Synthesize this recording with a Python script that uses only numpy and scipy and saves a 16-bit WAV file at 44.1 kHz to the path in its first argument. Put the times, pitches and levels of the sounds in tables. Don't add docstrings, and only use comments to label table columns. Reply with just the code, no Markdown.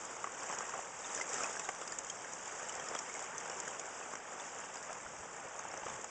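import sys
import numpy as np
from scipy import signal
from scipy.io import wavfile
from scipy.ndimage import uniform_filter1d

SR = 44100
rng = np.random.default_rng(int(sys.argv[2]) if len(sys.argv) > 2 else 0)


def wav_out(sig):
    wavfile.write(sys.argv[1], SR, np.round(np.clip(np.atleast_2d(sig).T, -1, 1) * 32767).astype(np.int16))


N = 269001

# [t/s, grinding level/dB, jostling level/dB]
PACK_PRESSURE = [(0.0, -46.5, -46.5), (0.32, -47.5, -48.5), (0.52, -42, -43.5), (0.58, -44.5, -46),
                 (0.78, -44, -46.5), (0.88, -48, -49.5), (1.2, -43, -41.5), (1.25, -46.5, -46.5),
                 (1.36, -40, -39.5), (1.7, -47.5, -47.5), (2.39, -47, -48), (2.6, -45.5, -45),
                 (2.97, -44, -46.5), (3.13, -47, -47), (3.21, -44, -45.5), (3.27, -46, -49),
                 (3.55, -44.5, -47), (4.13, -47.5, -48.5), (4.22, -48.5, -53.5), (4.4, -46.5, -47.5),
                 (4.89, -47, -49.5), (5.13, -49.5, -51), (5.75, -46, -50.5), (5.81, -47.5, -52),
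                 (5.88, -45, -46.5), (6.1, -49, -51)]
# [f/Hz, relative level per Hz/dB]
CHUNK_SPECTRUM = [(40, -44.5), (120, -14.5), (300, -9.5), (480, -2), (850, -1), (1400, -2), (2200, -8.5),
                  (3000, -11.5), (4000, -21), (6000, -29.5)]
# [f/Hz, relative level per Hz/dB]
NEEDLE_SPECTRUM = [(2000, -19), (3500, -10), (5000, -7.5), (6300, -3.5), (7300, -1), (8100, -8.5),
                   (9300, -9.5)]


def gain_of(db):
    return 10 ** (np.asarray(db) / 20)


def evened(x):
    return x / np.sqrt(np.mean(x ** 2) + 1e-20)


def coloured(x, points):
    f, db = np.transpose(points)
    hz = abs(np.fft.fftfreq(4096, 1 / SR))
    log_gain = np.interp(np.log(hz + 1), np.log(f), db) * np.log(10) / 20
    response = np.exp(np.conj(signal.hilbert(log_gain)))
    taps = np.fft.ifft(response).real[:2048]
    return signal.oaconvolve(x, taps)[:len(x)]


def curve(rows, axis):
    rows = np.array(rows)
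    return np.interp(np.arange(N) / SR, rows[:, 0], rows[:, axis])


def through_case(x):
    # [f/Hz, width/Hz, depth/dB]
    side_cavity = (4190, 2690, -42)
    hz, width, depth_db = side_cavity
    turn = np.exp(2j * np.pi * hz / SR * np.array([1, -1]))
    pole = np.exp(-np.pi * width / SR)
    zero = np.exp(-np.pi * width * gain_of(depth_db) / SR)
    level = (1 + pole) ** 2 / (1 + zero) ** 2
    return signal.lfilter(np.poly(zero * turn).real * level, np.poly(pole * turn).real, x)


def crowd(spectrum, lo_hz, hi_hz, per_s, spread_db, cycles, clump_db, clump_s,
          wash, flurries_per_s, flurry, flurry_s):
    window = int(clump_s * SR)
    clumps = evened(uniform_filter1d(uniform_filter1d(rng.standard_normal(N), window), window))
    struck = rng.random(N) < per_s / SR
    strikes = struck * gain_of(spread_db * np.minimum(rng.exponential(1, N), 3.6))

    piece = rng.integers(0, 40, N)
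    near = np.zeros(N)
    for k, hz in enumerate(np.geomspace(lo_hz, hi_hz, 40)):
        turns = np.arange(1200) / SR * hz
        decay_cycles = cycles * rng.uniform(0.23, 2.74)
        ring = np.sin(2 * np.pi * turns) * np.exp(-turns / decay_cycles)
        ring *= np.sqrt(hz) / np.linalg.norm(ring)
        near += signal.oaconvolve(strikes * (piece == k), ring)[:N]

    slips = rng.exponential(flurry, N) * (rng.random(N) < flurries_per_s / SR)
    flurries = 1 + signal.lfilter([1], [1, -np.exp(-1 / (flurry_s * SR))], slips)
    far = evened(flurries * rng.standard_normal(N))

    mix = np.sqrt(1 - wash) * evened(near) + np.sqrt(wash) * far
    clumped = mix * gain_of(clump_db * clumps)
    return evened(through_case(coloured(clumped, spectrum)))


def grinding():
    chunks = crowd(CHUNK_SPECTRUM, lo_hz=252.0, hi_hz=5030, per_s=1400, spread_db=2.43, cycles=3.97,
                   clump_db=0.49, clump_s=0.042, wash=0.83,
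                   flurries_per_s=60, flurry=0.26, flurry_s=0.004)
    return gain_of(curve(PACK_PRESSURE, axis=1)) * chunks


def jostling():
    needles = crowd(NEEDLE_SPECTRUM, lo_hz=3000, hi_hz=9090, per_s=2400, spread_db=3.8, cycles=10.0,
                    clump_db=0.87, clump_s=0.01, wash=0.75,
                    flurries_per_s=100, flurry=0.5, flurry_s=0.0017)
    return gain_of(curve(PACK_PRESSURE, axis=2)) * needles


def blows(rows, spectrum, rise_s, t60_at_1k, clatter, slope):
    out = np.zeros(N + 4096)
    t = np.arange(4096) / SR
    for s, db, hz in rows:
        t60 = t60_at_1k * (1000 / hz) ** slope
        shape = (1 - np.exp(-t / rise_s)) * gain_of(-60 * t / t60)
        ring = np.sin(2 * np.pi * hz * t)
        burst = evened(through_case(coloured(rng.standard_normal(4096), spectrum)))
        sound = shape / shape.max() * ((1 - clatter) * ring + 0.93 * clatter * burst)
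        at = round(s * SR)
        out[at:at + 4096] += gain_of(db) * sound
    return out[:N]


def knocks():
    # [t/s, level/dB, f/Hz of the ring]
    chunk_blows = [(0.2425, -25, 1160), (0.2432, -33, 1980), (0.2721, -31, 1130), (0.4419, -35, 860),
                   (0.4983, -32, 1070), (0.5057, -36, 800), (0.5262, -28, 855), (0.607, -31, 1230),
                   (0.694, -35, 1610), (0.7388, -28.5, 1150), (0.7908, -28, 747), (1.1622, -37, 433),
                   (1.1761, -33, 1640), (1.1995, -33, 1370), (1.3825, -31, 1360), (1.4062, -26.5, 1270),
                   (1.4384, -35, 1380), (1.5677, -32, 1610), (1.6886, -26.5, 765), (1.6923, -29.5, 1530),
                   (1.8217, -34.5, 1320), (1.9251, -34, 1760), (2.4728, -36, 870), (2.7586, -33, 760),
                   (2.914, -32, 500), (2.9524, -28, 1210), (3.2283, -36, 830), (3.6764, -33.5, 1550),
                   (4.1343, -38, 1100), (4.8955, -35, 613), (4.9056, -34, 740), (4.9175, -33.5, 725),
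                   (5.0636, -35, 1410), (5.4554, -36, 527), (5.5554, -36, 1120), (5.5947, -33, 1270),
                   (5.6516, -32, 826), (5.7387, -35, 730), (5.749, -38, 900), (5.8327, -30.5, 850),
                   (5.8636, -31.5, 510), (5.8663, -29.5, 1240), (5.883, -35, 870), (5.9313, -41, 960),
                   (6.0421, -34, 825)]
    return blows(chunk_blows, CHUNK_SPECTRUM, rise_s=0.00051, t60_at_1k=0.021, clatter=0.3, slope=0.1)


def tinks():
    # [t/s, level/dB, f/Hz of the ring]
    needle_blows = [(0.2414, -33, 7000), (0.433, -30, 7490), (0.5253, -36, 5470), (0.5482, -32, 6450),
                    (0.5858, -28, 6800), (0.5862, -33, 5900), (1.0449, -38, 3630), (1.094, -45, 3800),
                    (1.1488, -42, 3600), (1.1496, -32, 8050), (1.1629, -33, 5930), (1.2117, -25.5, 2070),
                    (1.2137, -38, 5200), (1.2914, -33, 5850), (1.3426, -35, 7060), (1.3816, -34, 5170),
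                    (1.4346, -30, 5510), (1.4417, -29, 2540), (1.5604, -32, 7850), (1.5735, -35, 5750),
                    (1.5946, -35, 7650), (1.597, -37, 2560), (1.6462, -45, 3760), (1.6499, -32, 6440),
                    (1.6886, -33, 2140), (1.816, -40, 7600), (1.8766, -37, 6240), (1.8773, -36, 4880),
                    (1.9207, -35, 4910), (1.9223, -30.5, 7100), (1.9864, -26, 6930), (1.9881, -32, 7900),
                    (2.0991, -34.5, 3210), (2.1012, -30.5, 6500), (2.3349, -34.5, 6290),
                    (2.4778, -33, 7000), (2.6861, -32, 7320), (2.693, -37, 2980), (2.6949, -37, 5800),
                    (2.7528, -35, 7500), (2.798, -43, 3190), (2.8852, -34, 5320), (2.886, -45, 3200),
                    (2.8863, -31, 7040), (2.9351, -37, 7300), (2.9628, -35, 3270), (2.9892, -26.5, 5600),
                    (3.062, -44, 2780), (3.096, -38, 2170), (3.1398, -31, 7450), (3.1503, -36, 2150),
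                    (3.204, -33, 7100), (3.2238, -32, 7500), (3.3806, -27, 6200), (3.4981, -34, 5550),
                    (3.5148, -40.5, 2890), (3.6018, -26, 7050), (3.6783, -32, 6600), (3.6899, -41, 3220),
                    (3.796, -27, 6740), (4.0264, -40.5, 2600), (4.1539, -35, 5770), (4.3982, -40, 3520),
                    (4.5862, -36, 6200), (4.637, -42, 2770), (4.7561, -35, 6800), (4.7702, -39, 4950),
                    (4.9291, -33, 7400), (5.3639, -39, 7200), (5.5915, -28, 6440), (5.6862, -38, 6700),
                    (5.7146, -37.5, 5500), (5.7744, -33, 6060), (5.8968, -44, 3500), (5.8993, -33.5, 6560),
                    (5.9405, -38, 6900), (6.0131, -36, 6500), (6.0429, -34, 6700)]
    return blows(needle_blows, NEEDLE_SPECTRUM, rise_s=0.00027, t60_at_1k=0.069, clatter=0.4, slope=0.65)


def cracks():
    # [t/s, treble level/dB, body level against the treble/dB]
    snaps = [(0.4314, -38, -12), (0.497, -45, 11), (0.5837, -34, -8), (0.6929, -34, -5), (1.1483, -33, -15),
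             (1.1754, -30, -13), (1.2107, -37.5, 4.5), (1.3416, -27, -14), (1.434, -29, -2),
             (1.5938, -27, -8), (1.6891, -28.5, 1.5), (1.747, -34, -12), (1.8134, -31, -3),
             (1.8754, -29, -15), (1.986, -32, -25), (2.0457, -32.5, -18), (2.0984, -26.5, -16),
             (2.3337, -34, -5), (2.4757, -35, -20), (2.693, -30.5, -20), (2.723, -34, -10),
             (2.7512, -31.5, -16), (2.7964, -35, 2.5), (2.9495, -27, -1.5), (2.9889, -28, -27),
             (3.139, -38, -18), (3.1921, -33, -8), (3.241, -34, -13), (3.4974, -34.5, -1),
             (3.6004, -29.5, -21), (3.6787, -32, -3), (3.7943, -33, -3), (4.136, -34, -1), (4.153, -36, 0),
             (4.7551, -35, 1), (4.827, -33, -18), (4.9283, -36, -7), (5.739, -35.5, 4), (6.0429, -36, -4.5)]
    bright, body = np.zeros((2, N + 2048))
    t = np.arange(2048) / SR
    rise_s, t60_s = 0.00056, 0.025
    shape = (1 - np.exp(-t / rise_s)) * gain_of(-60 * t / t60_s)
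    for s, db, body_db in snaps:
        needle_noise, chunk_noise = rng.standard_normal((2, 2048))
        at = round(s * SR)
        bright[at:at + 2048] += gain_of(db) * shape * needle_noise
        body[at:at + 2048] += gain_of(db + body_db) * shape * chunk_noise

    click = signal.unit_impulse(2048)
    both = np.zeros(N + 2048)
    for x, spectrum in ((bright, NEEDLE_SPECTRUM), (body, CHUNK_SPECTRUM)):
        both += coloured(x, spectrum) / np.linalg.norm(coloured(click, spectrum))
    return through_case(both)[:N]


def lapping():
    # [t/s, level/dB]
    lap_level = [(0.0, -65.5), (0.97, -67.5), (1.3, -71), (1.8, -66), (3.11, -65.5), (4.94, -66.5),
                 (5.21, -63), (5.56, -67.5), (5.95, -58), (6.1, -67)]
    # [f/Hz, relative level per Hz/dB]
    water_spectrum = [(10, -28), (25, -13), (50, -2.5), (100, 0.5), (200, 5), (350, -3.5), (700, -47)]
    wash = evened(coloured(rng.standard_normal(N), water_spectrum))
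    return gain_of(curve(lap_level, axis=1)) * wash


def breeze():
    # [t/s, level/dB, length/s]
    puffs = [(4.899, -70, 0.065), (5.043, -57, 0.05), (5.184, -55.5, 0.046)]
    t = np.arange(N) / SR
    out = np.zeros(N)
    for s, db, length in puffs:
        u = np.clip((t - s) / length, 0, 1)
        swing = np.sin(2 * np.pi * 3.3 * u ** 1.9)
        out += gain_of(db) * np.sin(np.pi * u) ** 2 * swing
    return out


def scene():
    ice = grinding() + jostling() + knocks() + tinks() + cracks()
    return (ice + lapping() + breeze())[None]


def record(dry):
    # [f/Hz, gain/dB]
    treble_loss = [(20, -2), (8000, -1), (8500, -9.5), (8800, -20.5), (9050, -30.5), (9300, -43.5)]
    # [f/Hz, rms level/dB]
    whine_tones = [(7829, -77), (8171, -81)]
    t = np.arange(N) / SR
    whine = np.zeros(N)
    for hz, db in whine_tones:
        whine += np.sqrt(2) * gain_of(db) * np.sin(2 * np.pi * hz * t)
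    dulled = coloured(dry[0], treble_loss)
    edge_hz = 9092
    low_pass = signal.firwin(511, edge_hz, window=("kaiser", 9), fs=SR)
    return signal.oaconvolve(dulled + whine, low_pass, "same")[None]


dry = scene()
out = record(dry)
wav_out(out)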